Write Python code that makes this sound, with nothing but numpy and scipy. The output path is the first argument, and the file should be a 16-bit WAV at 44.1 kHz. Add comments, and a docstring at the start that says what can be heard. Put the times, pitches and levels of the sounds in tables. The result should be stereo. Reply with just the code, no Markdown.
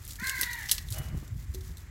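"""Dry skins rustle, crackle and snap close to the microphone: hands break a clove off a head of garlic
over a clay bowl on a wooden table, outdoors. Each snap is a flake fracturing, the rustle countless tiny
fractures. Off to the right a crow gives one long caw, hoarse pulses through a closing throat, that
echoes round the yard. Something clanks faintly far away, the hands bump softly, one tap rings the bowl,
and air buffets the microphone throughout."""
import sys
import numpy as np
from scipy import signal
from scipy.fft import rfft, irfft
from scipy.io import wavfile
from scipy.ndimage import uniform_filter1d

SR = 44100
rng = np.random.default_rng(int(sys.argv[2]) if len(sys.argv) > 2 else 0)


def persist_wave(psi):
    """Save psi, clipped to +-1, as 16-bit WAV."""
    counts = np.round(np.clip(psi, -1, 1) * 32767).astype(np.int16)
    wavfile.write(sys.argv[1], SR, np.atleast_2d(counts).T)


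N = 83790


def amp(db):
    return 10 ** (np.asarray(db) / 20)


def unit(x):
    """Scales each channel to rms 1."""
    return x / np.sqrt(np.mean(x ** 2, axis=-1, keepdims=True) + 1e-20)


def curve(points):
    """Joins (time, value, ..) rows by straight lines, one curve per value column."""
    times, *columns = np.transpose(points)
    return np.array([np.interp(np.arange(N) / SR, times, column) for column in columns])


def colour(x, points):
    """Filters by a spectrum of (frequency [Hz], gain [dB]) rows."""
    hz, db = np.transpose(points)
    size = x.shape[-1]
    gain_db = np.interp(np.log(np.fft.rfftfreq(size, 1 / SR) + 1), np.log(hz), db)
    return irfft(rfft(x) * amp(gain_db), size)


def pan(db):
    """Left and right gains; positive dB is to the left."""
    return amp(np.array([[db], [-db]]) / 2)


def add(mix, start_s, sound):
    """Mixes a stereo sound in at a given time."""
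    part = mix[:, max(round(start_s * SR), 0):][:, :sound.shape[-1]]
    part += sound[..., :part.shape[1]]


def wander(hz):
    """Random motion of rms 1, up to about the given rate."""
    rolloff = 1 + (np.fft.rfftfreq(N, 1 / SR) / hz) ** 4
    return unit(irfft(rfft(rng.standard_normal(N)) / rolloff, N))


def echo(x, t60):
    """Diffuse reflections, different on each side of the microphone."""
    t = np.arange(SR) / SR
    envelope = amp(-60 * t / t60) * (1 - np.exp(-t / (0.012 * t60)))
    tail = unit(rng.standard_normal((2, SR)) * envelope) / np.sqrt(SR)
    return signal.fftconvolve(np.atleast_2d(x), tail, axes=1)[:, :N]


def ring(modes, spread):
    """Dying modes; spread is the phase scatter between left and right, in turns."""
    t = np.arange(SR) / SR
    return sum(amp(db - 60 * t / t60) * np.sin(2 * np.pi * (hz * t + spread * rng.random((2, 1))))
               for hz, db, t60 in modes)


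# Quiet air all round the yard: (frequency [Hz], gain [dB])
AIR_COLOUR = [(30, -20), (150, -2), (330, 3), (550, -8), (1000, -4.5), (1500, -2.5), (2050, 0), (2600, -9),
              (4200, -14), (6000, -13), (7500, -9.5), (9200, -22.5), (16000, -28)]
# Its level, which dips briefly once: (time [s], level [dB])
AIR_LEVEL = [(0, -56.5), (.85, -56.5), (1.3, -55.5), (1.36, -64.5), (1.4, -57.5), (1.9, -56.5)]
def yard_air():
    """A soft outdoor hush, slightly to the right."""
    hush = unit(colour(rng.standard_normal((2, N)), AIR_COLOUR))
    return hush * amp(curve(AIR_LEVEL)) * pan(-1.1)


# Gusts right on the microphone: (time [s], left level [dB], right level [dB])
GUSTS = [(0, -41, -48), (.13, -44, -42.5), (.3, -47.5, -46), (.42, -43, -40.5), (.5, -43, -49),
         (.65, -41, -49.5), (.78, -39, -43.5), (.88, -39.5, -39.5), (1.02, -33, -44), (1.16, -37, -27),
         (1.28, -42.5, -49.5), (1.35, -32, -41), (1.43, -39, -40.5), (1.55, -41, -37.5),
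         (1.7, -34.5, -46.5), (1.8, -42.5, -50), (1.9, -39.5, -47)]
# Their rumble: (frequency [Hz], gain [dB])
GUST_COLOUR = [(15, -27), (30, -12.5), (50, 2), (80, -0.5), (120, -7.5), (180, -16.5), (280, -27),
               (450, -42), (900, -55.5)]
def wind_on_microphone():
    """Air buffets the microphone in low lumps, partly shared by both sides."""
    rumble = colour(rng.standard_normal((2, N)) + rng.standard_normal(N), GUST_COLOUR)
    steady = rumble / np.sqrt(uniform_filter1d(rumble ** 2, size=5000))
    return steady * amp(curve(GUSTS))


# Tones of the clank, far off: (frequency [Hz], level [dB], t60 [s])
CLANK_MODES = [(625, -43, 0.48), (646, -51, 0.23), (795, -45, 0.41), (1260, -54, 0.28), (1584, -52, 0.83),
               (2030, -54, 1), (2940, -44, 0.65)]
# The dull wash around them: (frequency [Hz], gain [dB])
CLANK_COLOUR = [(200, -17), (400, -1.5), (650, 7), (900, -3), (1300, 3), (2200, -2), (3300, -9.5),
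                (6000, -48)]
def distant_clank(start_s=0.915, rise_s=0.059, wash_db=-42, wash_t60_s=0.98):
    """A clank, blurred by distance into a soft swell with a few ringing tones."""
    t, out = np.arange(SR) / SR, np.zeros((2, N))
    wash = unit(colour(rng.standard_normal((2, SR)), CLANK_COLOUR)) * amp(wash_db - 60 * t / wash_t60_s)
    swell = np.minimum(t / rise_s, 1) ** 2
    add(out, start_s, (wash + ring(CLANK_MODES, spread=0.38)) * swell)
    return out


# One caw, off to the right of the microphone: (time [s], pitch [Hz], relative level [dB])
CAW = [(.188, 454, -46.5), (.21, 480.7, -34.5), (.245, 529.7, -28), (.295, 537.3, -29.5),
       (.365, 519.6, -33), (.43, 486.1, -34), (.54, 487.5, -35), (.595, 450, -41.5), (.635, 399.8, -42.5),
       (.68, 381, -56)]
# The crow's throat, wide open: (frequency [Hz], gain [dB])
THROAT_OPEN = [(450, -68), (700, -43), (950, -15.5), (1080, -17), (1250, -8), (1450, -4), (1600, -2),
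               (1750, 9.5), (2000, -1.5), (2200, -3.5), (2420, -14), (3200, -42), (4200, -23), (5000, -32)]
# The throat as it closes: (frequency [Hz], gain [dB])
THROAT_CLOSING = [(450, -42), (750, -13.5), (980, -12.5), (1250, -14.5), (1500, -15), (1680, 3), (1850, 4),
                  (2020, 3), (2200, -6), (2450, -20), (3200, -23), (5000, -25)]
def crow(jitter=0.0236, jitter_hz=150, rasp_hz=97, closing_s=(0.33, 0.49)):
    """A jittery pulse train, hoarser as the pitch sags, passes through a closing throat."""
    hz, db = curve(CAW)
    t = np.arange(N) / SR
    start_s, end_s = CAW[0][0], CAW[-1][0]
    turns = np.cumsum(hz * (1 + jitter * wander(jitter_hz))) / SR
    rasp = np.interp(t, (start_s, end_s), (0.63, 1))
    pulses = np.zeros(N)
    for k in range(1, 10):
        flutter = 1 + rasp * (k / 4) ** 1.63 * wander(rasp_hz)  # upper harmonics are roughest
        pulses += np.cos(2 * np.pi * k * turns) * flutter / (1 + rasp * k / 8)
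    closed = np.interp(t, closing_s, (0, 1))
    voice = (1 - closed) * colour(pulses, THROAT_OPEN) + closed * colour(pulses, THROAT_CLOSING)
    gate = uniform_filter1d(1. * (t > start_s) * (t < end_s), 200)
    return voice * amp(db) * gate


def across_yard(voice, ring_hz=1597, ring_t60_s=1, side_db=-5.5):
    """A call arrives from the right, followed by the yard's echo and one faint ringing tone."""
    direct = np.array([np.roll(voice, 12), voice])  # reaches the left side 12 samples later
    resonance = unit(ring([(ring_hz, 0, ring_t60_s)], spread=0.57)) / np.sqrt(SR)
    after_ring = signal.fftconvolve(voice[None], resonance, axes=1)[:, :N]
    return (amp(2) * direct + amp(-2) * echo(voice, t60=0.66) + amp(-27.5) * after_ring) * pan(side_db)


# Hands at work over the table, close by:
# (time [s], pitch [Hz], level [dB], half-width [s], left minus right [dB], knock level [dB])
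BUMPS = [(0.226, 193, -39, 0.0046, 16, -52), (0.394, 320, -48, 0.0044, -1, -56),
         (.427, 242, -52.5, 0.014, 3, -45), (.865, 150, -50, 0.029, -12, -62),
         (.92, 103, -36.5, 0.013, 19.5, -53), (1.003, 137, -36.5, 0.013, 16, -48),
         (1.105, 144.3, -49, 0.038, -20.5, -68), (1.147, 150, -33.5, 0.0074, -8, -42.5),
         (1.178, 130, -37.5, 0.0045, -19, -48), (1.231, 200, -49, 0.0058, 0, -46.5),
         (1.327, 92, -32, 0.0099, -8, -63), (1.366, 124, -41, 0.0059, 16, -72),
         (1.502, 65, -36.5, 0.022, 15, -69), (1.585, 71.6, -36.5, 0.025, 5, -51),
         (1.70, 172, -54.5, 0.016, 13, -51)]
# The dull knock in each bump: (frequency [Hz], gain [dB])
KNOCK_COLOUR = [(90, -25), (170, 2), (250, 3), (380, -0.5), (600, -20), (1200, -15), (3000, -73)]
def hand_bumps(knock_half_width_s=0.0078):
    """Each soft bump of the hands is a low push with a short knock of noise."""
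    out, t = np.zeros((2, N)), np.arange(-SR // 10, SR // 10) / SR
    touch = np.exp(-(t / knock_half_width_s) ** 2)
    for time_s, hz, db, half_width_s, side_db, knock_db in BUMPS:
        push = np.sqrt(2) * amp(db) * np.exp(-(t / half_width_s) ** 2) * np.cos(2 * np.pi * hz * t)
        knock = unit(colour(rng.standard_normal(len(t)), KNOCK_COLOUR) * touch) * np.std(touch)
        add(out, time_s + t[0], push * pan(side_db) + knock * amp(knock_db))
    return out


# The clay bowl on the table, under the hands: (frequency [Hz], level [dB], t60 [s])
BOWL_MODES = [(280, -54.5, 0.23), (374.4, -42, 0.36), (450, -52.5, 0.1)]
def bowl_tap(start_s=1.546):
    """One light tap sets the clay ringing briefly."""
    out = np.zeros((2, N))
    add(out, start_s, ring(BOWL_MODES, spread=0.05))
    return out


# Skins rubbing close to the microphone: (time [s], level [dB])
RUB_LEVEL = [(0, -54), (.04, -54), (.105, -42), (.18, -51.5), (.28, -36.5), (.345, -44.5), (.42, -33.5),
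             (.49, -47.5), (.54, -47), (.665, -41.5), (.725, -34), (.83, -52.5), (.895, -52.5), (.935, -37),
             (1.01, -53), (1.08, -51.5), (1.13, -77), (1.18, -51.5), (1.24, -59.5), (1.35, -64),
             (1.4, -55.5), (1.46, -62), (1.55, -56.5), (1.61, -60), (1.69, -54), (1.755, -64),
             (1.81, -53.5), (1.9, -74)]
# Their place, centre to right: (time [s], left minus right [dB])
RUB_PAN = [(0, -0.5), (.6, -2), (.93, -0.5), (1.2, -3), (1.6, -8), (1.9, -2)]
# Their papery brightness: (frequency [Hz], gain [dB])
RUB_COLOUR = [(200, -6.5), (1000, -11.5), (2400, -5), (3800, 1.5), (5500, 1.5), (7200, 1.5), (10000, -2),
              (14000, -0.5), (16000, -3)]
def skin_rustle(grains_per_s=1800, grain_decay_s=0.00035, hiss_gain=0.2, clump_db=2.0, clump_hz=45.6):
    """Countless tiny fractures and a smooth papery hiss follow the rubbing, in uneven clumps."""
    size_db = 0.5 * np.minimum(rng.exponential(1, N), 4)
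    fractures = amp(size_db) * (rng.random(N) < grains_per_s / SR)
    kinds, t = rng.integers(0, 16, N), np.arange(128) / SR
    grains = np.zeros((2, N))
    for kind in range(16):
        tick = unit(rng.standard_normal((2, len(t))) * np.exp(-t / grain_decay_s))
        grains += signal.oaconvolve((fractures * (kinds == kind))[None], tick, axes=1)[:, :N]
    skin = unit(grains) + hiss_gain * rng.standard_normal((2, N))
    level_db = curve(RUB_LEVEL) + clump_db * wander(clump_hz) + curve(RUB_PAN) * [[0.5], [-0.5]]
    return unit(colour(skin, RUB_COLOUR)) * amp(level_db)


# Dry skin snapping close to the microphone:
# (time [s], level [dB], centre frequency [Hz], decay [ms], left minus right [dB])
SNAPS = [(0.0506, -34, 8600, 1.2, -2), (0.0776, -29.5, 9700, 0.74, -6), (0.0856, -31, 8500, 0.41, -4),
         (.1080, -29, 7040, 0.56, -7), (0.1106, -36, 8000, 1.1, 12), (.1330, -32, 8400, .9, -6),
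         (0.156, -33.5, 7250, 1.1, -3), (0.198, -34.5, 7100, 1.3, -4), (.2420, -29.5, 7600, 0.84, -9),
         (0.2702, -21, 6700, 1, -2), (.2950, -14.5, 5400, 0.84, 0.5), (0.2978, -30, 7000, .8, 1),
         (0.381, -30, 10800, 1, -7), (0.412, -11.5, 9300, 0.83, -3.5), (0.415, -22.5, 12000, 0.9, 9),
         (0.4244, -19, 9000, 0.63, -2), (0.4322, -10.5, 4220, 0.39, -1), (0.5313, -22.5, 6000, 0.59, 2),
         (0.5341, -27.5, 7000, 0.65, -8), (0.6883, -24.5, 4930, 1, -1), (0.6941, -15.5, 4400, 0.78, 3),
         (0.7137, -6.5, 6540, 0.76, -3.5), (0.7175, -7.5, 7450, 0.67, 4.5), (0.7193, -19.5, 6000, 1.1, 6),
         (0.7244, -27, 7100, 2.5, 0), (0.7287, -23, 7000, 1.2, -11), (0.742, -30, 8000, 2, -4),
         (0.7477, -38, 6000, 1.5, -4), (0.7807, -27.5, 5670, 1.8, -9), (0.781, -33.5, 2920, 3.2, 12),
         (0.8862, -32.5, 5470, 0.79, -3), (.9040, -29, 8550, 1.2, 3), (0.908, -35, 10100, 2, -7),
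         (0.9238, -26, 8600, 1.8, 6), (0.934, -36, 9000, 0.74, 5), (0.9841, -27, 9900, 1.4, 6),
         (0.9873, -34, 9000, 0.83, -17), (1.0864, -42, 6800, 1.3, -2), (1.2460, -51, 11000, 0.55, 1),
         (1.2778, -41, 7760, 1.2, -3), (1.539, -43, 6940, 4.5, 1), (1.5460, -34.5, 7000, 2.2, -10.5),
         (1.5520, -41, 5730, 1.4, 3), (1.6080, -44.5, 5500, 2.7, -4.5), (1.647, -46, 7000, 1.6, -8),
         (1.7707, -36, 6860, 0.71, -5.5), (1.7810, -41.5, 7050, 1.3, -8)]
# The colour all snaps share: (frequency [Hz], gain [dB])
SNAP_COLOUR = [(200, -34), (1200, -1), (2300, -4), (3600, 2.5), (6500, -3), (10000, -3), (13000, 2),
               (15500, -7), (17000, 3)]
def skin_snaps(rise_s=0.00031, strain_db=-26.5, strain_ms=1.7, band_octaves=0.88, peak_octaves=0.12):
    """Each fracture builds up, bursts for about a millisecond and is coloured by the flake that breaks."""
    out, size = np.zeros((2, N)), 1024
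    t, hz = np.arange(-size // 4, 3 * size // 4) / SR, np.fft.rfftfreq(size, 1 / SR) + 1
    after = np.maximum(t, 0)
    likeness, right_lag_s = 0.36, 0.000284  # between the two sides of the microphone
    lag = np.exp(-2j * np.pi * hz * right_lag_s * np.array([[0], [1]]))
    for time_s, db, centre_hz, decay_ms, side_db in SNAPS:
        octaves = np.log2(hz / centre_hz)
        peak = 1 + 0.79 / (1 + (octaves / peak_octaves) ** 2)
        flake = peak / np.sqrt(1 + (octaves / band_octaves) ** 4)
        fall = np.exp(-after * 1000 / decay_ms) * (t >= 0)
        strain = np.exp(-abs(t) * 1000 / strain_ms)  # fibres give way just before the snap
        envelope = fall * (1 - np.exp(-after / rise_s)) + amp(strain_db) * strain
        shared = np.sqrt(likeness) * rng.standard_normal(size)
        fibres = shared + np.sqrt(1 - likeness) * rng.standard_normal((2, size))
        burst = colour(irfft(rfft(fibres * envelope) * flake * lag), SNAP_COLOUR)
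        add(out, time_s + t[0], unit(burst) * np.sqrt(np.mean(fall ** 2)) * amp(db) * pan(side_db))
    return out


def scene():
    """Garlic up close, with hands and bowl beside it and the yard behind."""
    snaps = skin_snaps()
    garlic = snaps + skin_rustle()
    garlic += amp(-3) * echo(snaps, t60=0.04)  # quick reflections from hands, bowl and table
    garlic += amp(-17) * echo(garlic, t60=0.23)  # a faint, longer tail
    distant = across_yard(crow()) + distant_clank()
    return garlic + distant + hand_bumps() + bowl_tap() + wind_on_microphone() + yard_air()


def record(dry, edge_hz=16050):
    """The recorder's band limit cuts the highest treble."""
    lowpass = signal.firwin(255, edge_hz, window=("kaiser", 8), fs=SR)
    return signal.oaconvolve(dry, lowpass[None], "same")


dry = scene()
out = record(dry)
persist_wave(out)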